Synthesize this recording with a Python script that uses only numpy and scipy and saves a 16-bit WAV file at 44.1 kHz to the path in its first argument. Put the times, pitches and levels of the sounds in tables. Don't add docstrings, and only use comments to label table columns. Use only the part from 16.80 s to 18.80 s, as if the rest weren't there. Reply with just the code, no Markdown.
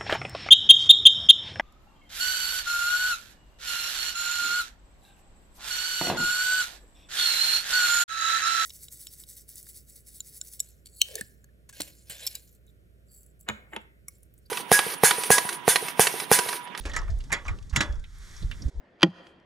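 import sys
import numpy as np
from scipy import signal
from scipy.fft import rfft, irfft
from scipy.io import wavfile
from scipy.ndimage import uniform_filter1d

SR = 44100
rng = np.random.default_rng(int(sys.argv[2]) if len(sys.argv) > 2 else 0)


def wrap_up_sound(samples):
    columns = np.atleast_2d(samples).T
    tamed = np.clip(columns, -1, 1)
    steps = np.round(tamed * 32767).astype(np.int16)
    wavfile.write(sys.argv[1], SR, steps)


N = 88200

# (time [s], crack peak [dB], boom [dB], clank [dB], ring [dB], snap [dB], base decay t60 [s],
# crack centre [Hz], crack width [share], crack t60 [s], thud of the lowest modes [dB])
BLOWS = [(0.0534, -34.5, -33, -33, -43, -47, 0.37, 2500, 0.18, 0.13, -31.5),
         (0.096, -35, -71, -41, -52, -47.5, 0.13, 1910, 0.081, 0.16, -68),
         (0.134, -29.5, -41.5, -33.5, -41.5, -68, 0.33, 1816, 0.064, 0.39, -59),
         (0.1632, -23, -63, -51, -40.5, -28.5, 0.17, 6200, 0.52, 0.042, -61),
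         (0.1653, -19, -36, -22.5, -53, -34, 0.052, 1910, 0.25, 0.043, -48),
         (0.1883, -33, -70, -49.5, -69, -57, 0.027, 5440, 0.24, 0.046, -63),
         (0.497, -58, -68, -44.5, -57, -64, 0.075, 5500, 0.69, .02, -54),
         (0.5038, -42.5, -62, -35, -60, -75, 0.12, 934, 0.098, 0.23, -54),
         (0.5191, -20.5, -49, -29.5, -40.5, -34, 0.21, 2125, 0.22, 0.2, -52),
         (0.5264, -13.5, -32, -21, -31.5, -22.5, 0.16, 1953, 0.19, 0.059, -38),
         (0.661, -36, -66, -51, -49, -66, 0.19, 1157, 0.095, 0.23, -51),
         (0.681, -24.5, -43.5, -31.5, -47, -51, 0.15, 2247, 0.12, 0.048, -42.5),
         (0.9615, -8.5, -33, -17.5, -24.5, -20.5, 0.13, 2570, 0.33, 0.019, -23),
         (1.0063, -11, -28, -18.5, -24.5, -32, 0.16, 2070, 0.96, 0.037, -19)]
# (low edge [Hz], high edge [Hz], multiplier of a blow's decay [share],
# wash gain [dB], tail against the blow [dB], tail t60 [s])
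BANDS = [(138, 592, 1.3, -14, 2, 0.38), (780, 2120, 1.25, -10.5, -10.5, 0.24),
         (2780, 6680, 0.64, 1, -38, 0.12), (4900, 10800, 0.24, 0, -54, 0.086)]
# (frequency [Hz], level [dB], t60 [s])
BOX_MODES = [(223.7, 0, 0.086), (308.3, -7.5, 0.16), (558, -12, 0.32), (585.3, -1.5, 0.32),
             (918, -22, 0.31), (960, -20.5, 0.36), (1155.5, -10.5, 0.34), (1285, -8, 0.15),
             (1443, -11, 0.21), (1696, -7.5, 0.2), (1840, -15, 0.15), (1972, -7, 0.16), (2197, 1.5, 0.15),
             (2600, -0.5, 0.06), (3378, -4.5, 0.22), (3480, -8.5, 0.26), (3876, -4.5, 0.19),
             (5600, -11.5, 0.05), (6180, -11, 0.054), (6960, -1, 0.09), (7430, -6, 0.087), (11200, -6, .02)]
# (start [s], length [s], clank [dB], ring [dB], snap [dB], swell over the length [dB])
SCRAPES = [(0.048, 0.041, -62, -64, -69, -24), (0.116, 0.032, -52, -69, -70, -5),
           (0.212, 0.041, -70, -55.5, -81, -3), (0.649, 0.048, -45.5, -64, -84, 8.5),
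           (0.903, 0.053, -59, -69.5, -99, 20.5), (1.054, 0.15, -48, -55.5, -65, -12)]
# (time [s], level [dB], centre [Hz], t60 [s], width [share])
TICKS = [(0.01, -39, 3550, 0.022, 0.57), (0.0377, -40.5, 2960, 0.043, 2.8),
         (0.1161, -32.5, 3460, 0.039, 0.32), (0.218, -34, 1080, 0.046, 0.21),
         (0.2795, -38, 1370, 0.12, 1.36), (.29, -44.5, 665, 0.28, 0.13), (0.3016, -42, 5000, 0.099, 0.88),
         (0.3877, -44, 6060, 0.018, 4), (0.404, -40, 2880, 0.067, 2), (0.4385, -42.5, 4380, 0.061, 2.5),
         (0.647, -47, 6000, 0.13, 0.089), (0.68, -41.5, 7740, 0.033, 0.1), (0.7871, -40, 2840, 0.021, 2.4),
         (0.826, -46, 4040, 0.031, 6.2), (0.896, -41, 5070, 0.095, 1), (0.927, -41, 1880, 0.33, 1.6),
         (0.958, -29, 5800, 0.017, 0.39), (1.1245, -42.5, 4200, 0.043, 1.3), (1.1, -49.5, 1470, 1, 0.21),
         (1.154, -49.5, 5550, 0.067, 0.31), (1.196, -49.5, 5940, 0.04, 0.96),
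         (1.24, -39.5, 2660, 0.065, 0.74), (1.3844, -46, 7800, 0.04, 1.3), (1.512, -44, 5880, 0.024, 0.34),
         (1.5643, -39.5, 5770, 0.094, 0.24), (1.6246, -38, 4000, 0.07, 0.31),
         (1.7133, -28, 2310, 0.074, 1.2), (1.8203, -33.5, 5250, 0.043, 0.25),
         (1.8834, -46.5, 4900, 0.047, 1.4)]
# (time [s], level [dB])
RUSTLE_LEVEL = [(0, -53.5), (.2, -61.5), (.35, -57.5), (0.598, -58), (.85, -60.5), (1.1, -70), (1.298, -59),
                (1.451, -50), (1.6, -48.5), (1.67, -53), (1.8, -52.5), (1.898, -55), (1.904, -66), (2, -62)]
# (frequency [Hz], density [dB per Hz])
RUSTLE_COLOUR = [(180, -64.5), (300, -9), (368, 5.5), (505, -22), (798, -3), (949, 2.5), (1220, 6.5),
                 (1990, 9.5), (2820, -4), (3460, 5.5), (4590, 1), (5730, 3.5), (13000, -7.5)]
# (time [s], rumble [dB], flutter [dB], left minus right [dB])
WIND = [(0.0, -36.5, -46.5, -8.5), (0.081, -38, -54, 1), (0.11, -33, -66, 0), (0.15, -40, -57, -14),
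        (0.19, -27, -60, -10), (0.27, -37, -49, 0), (0.29, -32, -47.5, -2), (0.349, -31, -53.5, -4.5),
        (0.51, -46.5, -56, 2), (0.53, -44, -45, 2), (0.6, -49.5, -66, 4), (0.719, -31.5, -56, -0.5),
        (0.79, -48.5, -45, -3), (0.82, -32.5, -61, -1.5), (0.901, -49, -52, -3), (0.93, -53, -52, -8.5),
        (0.972, -34, -29, -3), (1.06, -43, -47, 1), (1.1, -34, -43, -4), (1.23, -41.5, -59.5, -2),
        (1.6, -42.5, -58, 0.5), (1.631, -41, -36.5, -6), (1.66, -25.5, -46, -0.5),
        (1.689, -37.5, -45.5, -9), (1.79, -39.5, -56.5, -2.5), (1.82, -51, -43, -6), (1.86, -25, -35, -3),
        (1.889, -47, -34, -6.5), (1.92, -43.5, -55.5, 0), (2.0, -35, -53, 3)]
# (frequency [Hz], density [dB per Hz])
RUMBLE_COLOUR = [(8.8, -30), (15, -1), (43, 2), (63, -6.5), (92, -10), (108, -18.5), (160, -33), (210, -49),
                 (350, -120)]
# (frequency [Hz], density [dB per Hz])
FLUTTER_COLOUR = [(90, 1.5), (130, 4), (250, -8), (400, -21.5), (600, -27), (1200, -61)]
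# (centre [s], level [dB], swing [Hz], Gaussian spread [s])
PUFFS = [(0.065, -22.5, 44.6, 0.0066), (0.304, -27.5, 49, 0.02), (0.344, -18.5, 35.5, 0.0072),
         (0.388, -22.5, 34, 0.018), (.937, -17.5, 51.8, 0.005), (.977, -29, 111.6, .012),
         (1.1, -22, 55.5, 0.0083), (1.624, -31, 125, 0.0035), (1.649, -21, 79.6, 0.004),
         (1.7, -37, 121, 0.0025), (1.862, -18.5, 63, 0.0057), (1.881, -23, 63, 0.0061),
         (1.976, -28.5, 58, 0.011)]
# (frequency [Hz], density [dB per Hz])
MURMUR_COLOUR = [(250, 2.5), (400, 10), (560, 5), (800, 0), (1000, 0.5), (1400, -34)]
# (time [s], level [dB])
MURMUR_LEVEL = [(0, -56.5), (.45, -59), (.75, -55), (.87, -70), (1.1, -53), (1.28, -76), (1.5, -65),
                (1.8, -61), (2, -56.5)]
# (frequency [Hz], left minus right [dB])
PORT_LEVEL = [(60, -2.0), (110, -1.5), (200, -1.5), (380, -2.0), (700, -1.5), (1290, -1.0), (2380, -6.0),
              (4390, -3.0), (8110, 0.0), (15000, 0.0)]
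# (frequency [Hz], lead of the left [rad])
PORT_PHASE = [(0, 0), (780, -0.3), (1030, -0.6), (1290, -0.5), (2580, -1.8), (3010, -0.7), (3270, -0.7),
              (4050, -1.1), (4820, 0.1), (9910, -0.1), (12000, 0.7), (13200, 0.6), (13700, 0.3),
              (15200, 0.2)]
# (frequency [Hz], gain [dB])
MIC = [(8000, -3.5), (11500, -7), (13000, -9), (15000, -26)]

ATTACK_S = 0.00028
RATTLE_HZ, RATTLE_DB = 247.4, 1.5
STRIKE_DB, STRIKE_SPREAD_DB = 24, 2
MODE_WAVER_HZ, MODE_WAVER_DB = 90, 3.5
MODE_DRIFT = .012
THUD_TOP_HZ = 400
SCRAPE_PER_S, SCRAPE_SPREAD_DB = 2500, 3
SCRAPE_RING_DB, SCRAPE_FADE_S = -3, .012
CRACK_BROAD_DB, TICK_BROAD_DB = -40, -10.5
NEAR_ECHO_S, NEAR_ECHO_DB = .0031, -16.5
RUSTLE_GRAIN_DB, RUSTLE_FLICKER_DB, RUSTLE_SIDE_DB = 1.2, .8, -14
RUSTLE_LATE_S, RUSTLE_LATE_HZ = 1.903, 8300
WIND_SIDE_DB = -5.5
GUST_HZ, GUST_DB = 18, 3
DIP_S, DIP_DB, DIP_FALL_S, DIP_BACK_S = 1.903, -38, .006, .051
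TOP_HZ = 15579
LEFT_RIGHT = np.array([[1], [-1]])


def undb(db):
    return 10 ** (np.asarray(db) / 20)


def unit(x):
    return x / np.sqrt(np.mean(x ** 2))


def over_time(t, points, column=1):
    p = np.array(points)
    return np.interp(t, p[:, 0], p[:, column])


def over_hz(points, hz):
    p = np.array(points, float)
    return np.interp(np.log(hz + 1), np.log(p[:, 0] + 1), p[:, 1])


def coloured(x, points):
    hz = np.arange(N // 2 + 1) * SR / N
    inside = hz > points[0][0] / 2
    return unit(irfft(rfft(x) * undb(over_hz(points, hz)) * inside, N))


def band(x, lo_hz, hi_hz):
    edges = [lo_hz, min(hi_hz, SR / 2.2)]
    return signal.sosfilt(signal.butter(2, edges, "band", fs=SR, output="sos"), x)


def walk(rate):
    hold = max(int(SR / rate), 1)
    steps = np.repeat(rng.standard_normal(N // hold + 1), hold)
    return unit(uniform_filter1d(steps, hold)[:N])


def fall(t, t60):
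    t = np.maximum(t, 0)
    return (1 - np.exp(-t / ATTACK_S)) * 10 ** (-3 * t / t60)


def add_noisy_ring(out, start_s, level_db, hz, t60, share, broad_db):
    i = int(start_s * SR)
    ring_noise, click_noise = rng.standard_normal((2, 8192))[:, :N - i]
    t = np.arange(len(ring_noise)) / SR
    spread = (1 + np.clip(1.4 * share, .03, 4)) ** .5
    ring = band(ring_noise, hz / spread, hz * spread)
    ring = band(ring, hz / spread, hz * spread)[::-1]
    ring = ring / np.abs(signal.hilbert(ring)) ** .5 * fall(t, t60)
    click = band(click_noise, 1700, 12000) * fall(t, t60 / 3)
    out[i:i + 8192] += undb(level_db) * (ring / np.abs(ring).max() + undb(broad_db) * click)


def box(t):
    out = np.zeros(N)
    rattle = undb(RATTLE_DB * walk(RATTLE_HZ))
    grit = scrape_grit()
    for k, (lo, hi, share, wash_db, tail_db, tail_s) in enumerate(BANDS):
        hit = sum(undb(b[2 + k]) * fall(t - b[0], b[6] * share) for b in BLOWS) * rattle
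        tail = sum(undb(b[2 + k] + tail_db) * fall(t - b[0], tail_s) for b in BLOWS)
        rub = scrape_level(t, k) * grit if k else 0
        wash = undb(wash_db) * (hit + tail) * rng.standard_normal(N)
        width_gain = np.sqrt(SR / 2 / (hi - lo))
        out += width_gain * band(wash + rub, lo, hi)
        out += box_modes(undb(SCRAPE_RING_DB) * rub, k)
    for b in BLOWS:
        add_noisy_ring(out, b[0], b[1], b[7], b[9], b[8], CRACK_BROAD_DB)
    return out


def scrape_grit():
    catches = rng.random(N) < SCRAPE_PER_S / SR
    return unit(catches * rng.standard_normal(N) * undb(SCRAPE_SPREAD_DB * walk(120)))


def scrape_level(t, k):
    level = 0
    for s in SCRAPES:
        start, length, swell_db = s[0], s[1], s[5]
        fade = np.clip((start + length - t) / SCRAPE_FADE_S + .5, 0, 1)
        level = level + undb(s[1 + k] + swell_db * (t - start) / length) * (t > start) * fade
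    return level


def box_modes(rub, k):
    out = 0
    blows = np.array(BLOWS)
    at = (blows[:, 0] * SR).astype(int)
    for hz, db, t60 in BOX_MODES:
        if not BANDS[k][0] <= hz < BANDS[k][1]:
            continue
        push = rub + np.zeros(N, complex)
        blow_db = blows[:, -1 if hz < THUD_TOP_HZ else 2 + k]
        push[at] += undb(blow_db + STRIKE_DB + STRIKE_SPREAD_DB * rng.standard_normal(len(at)))
        turn = np.exp(2j * np.pi * hz / SR * np.cumsum(1 + MODE_DRIFT * walk(MODE_WAVER_HZ)))
        r = 10 ** (-3 / (t60 * SR))
        ring = (signal.lfilter([1], [1, -r], push / turn) * turn).imag
        out = out + undb(db + MODE_WAVER_DB * walk(MODE_WAVER_HZ)) * np.sqrt(1 - r * r) * ring
    return out


def ticks():
    out = np.zeros(N)
    for row in TICKS:
        add_noisy_ring(out, *row, TICK_BROAD_DB)
    return out


def near_echo(metal):
    late = np.roll(metal, int(NEAR_ECHO_S * SR))
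    return undb(NEAR_ECHO_DB) * band(late, 1300, 5400)


def rustle(t):
    grains = undb(RUSTLE_GRAIN_DB * rng.exponential(size=(2, N))) * rng.standard_normal((2, N))
    mid, side = (coloured(g, RUSTLE_COLOUR) for g in grains)
    gain = undb(over_time(t, RUSTLE_LEVEL) + RUSTLE_FLICKER_DB * walk(30.5))
    mid = np.where(t < RUSTLE_LATE_S, mid, band(mid, 100, RUSTLE_LATE_HZ))
    return gain * mid, gain * undb(RUSTLE_SIDE_DB) * band(side, 100, RUSTLE_LATE_HZ)


def wind(t):
    out = 0
    for column, colour in ((1, RUMBLE_COLOUR), (2, FLUTTER_COLOUR)):
        mid, side = (coloured(rng.standard_normal(N), colour) for _ in range(2))
        mid = unit(mid / np.abs(signal.hilbert(mid)).clip(.3) ** 0.47)
        gain = undb(over_time(t, WIND, column) + GUST_DB * walk(GUST_HZ))
        out = out + gain * (mid + undb(WIND_SIDE_DB) * side * LEFT_RIGHT)
    drop = np.clip((t - DIP_S) / DIP_FALL_S + 1, 0, 1)
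    back = np.clip(1 - (t - DIP_S) / DIP_BACK_S, 0, 1)
    balance = undb(over_time(t, WIND, 3) * LEFT_RIGHT / 2)
    return (out * undb(DIP_DB * drop * back) + puffs(t)) * balance


def puffs(t):
    out = 0
    for s, db, hz, length in PUFFS:
        phase = rng.standard_normal() / 2
        swell = np.exp(-.5 * ((t - s) / length) ** 2)
        out = out - undb(db) * swell * np.cos(2 * np.pi * hz * (t - s) + phase)
    return out


def distant_murmur(t):
    return undb(over_time(t, MURMUR_LEVEL)) * coloured(rng.standard_normal(N), MURMUR_COLOUR)


def ports(x):
    hz = np.arange(N // 2 + 1) * SR / N
    half = undb(over_hz(PORT_LEVEL, hz) / 2) * np.exp(.5j * over_hz(PORT_PHASE, hz))
    sound = rfft(x) * undb(over_hz(MIC, hz))
    return np.array([irfft(sound * half, N), irfft(sound / half, N)])


def scene():
    t = np.arange(N) / SR
    rustle_mid, rustle_side = rustle(t)
    metal = box(t) + ticks()
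    ahead = ports(metal + rustle_mid + distant_murmur(t))
    sides = (rustle_side + near_echo(metal)) * LEFT_RIGHT
    return ahead + sides + wind(t)


def record(dry):
    return signal.sosfilt(signal.ellip(8, .2, 70, TOP_HZ, fs=SR, output="sos"), dry)


dry = scene()
out = record(dry)
wrap_up_sound(out)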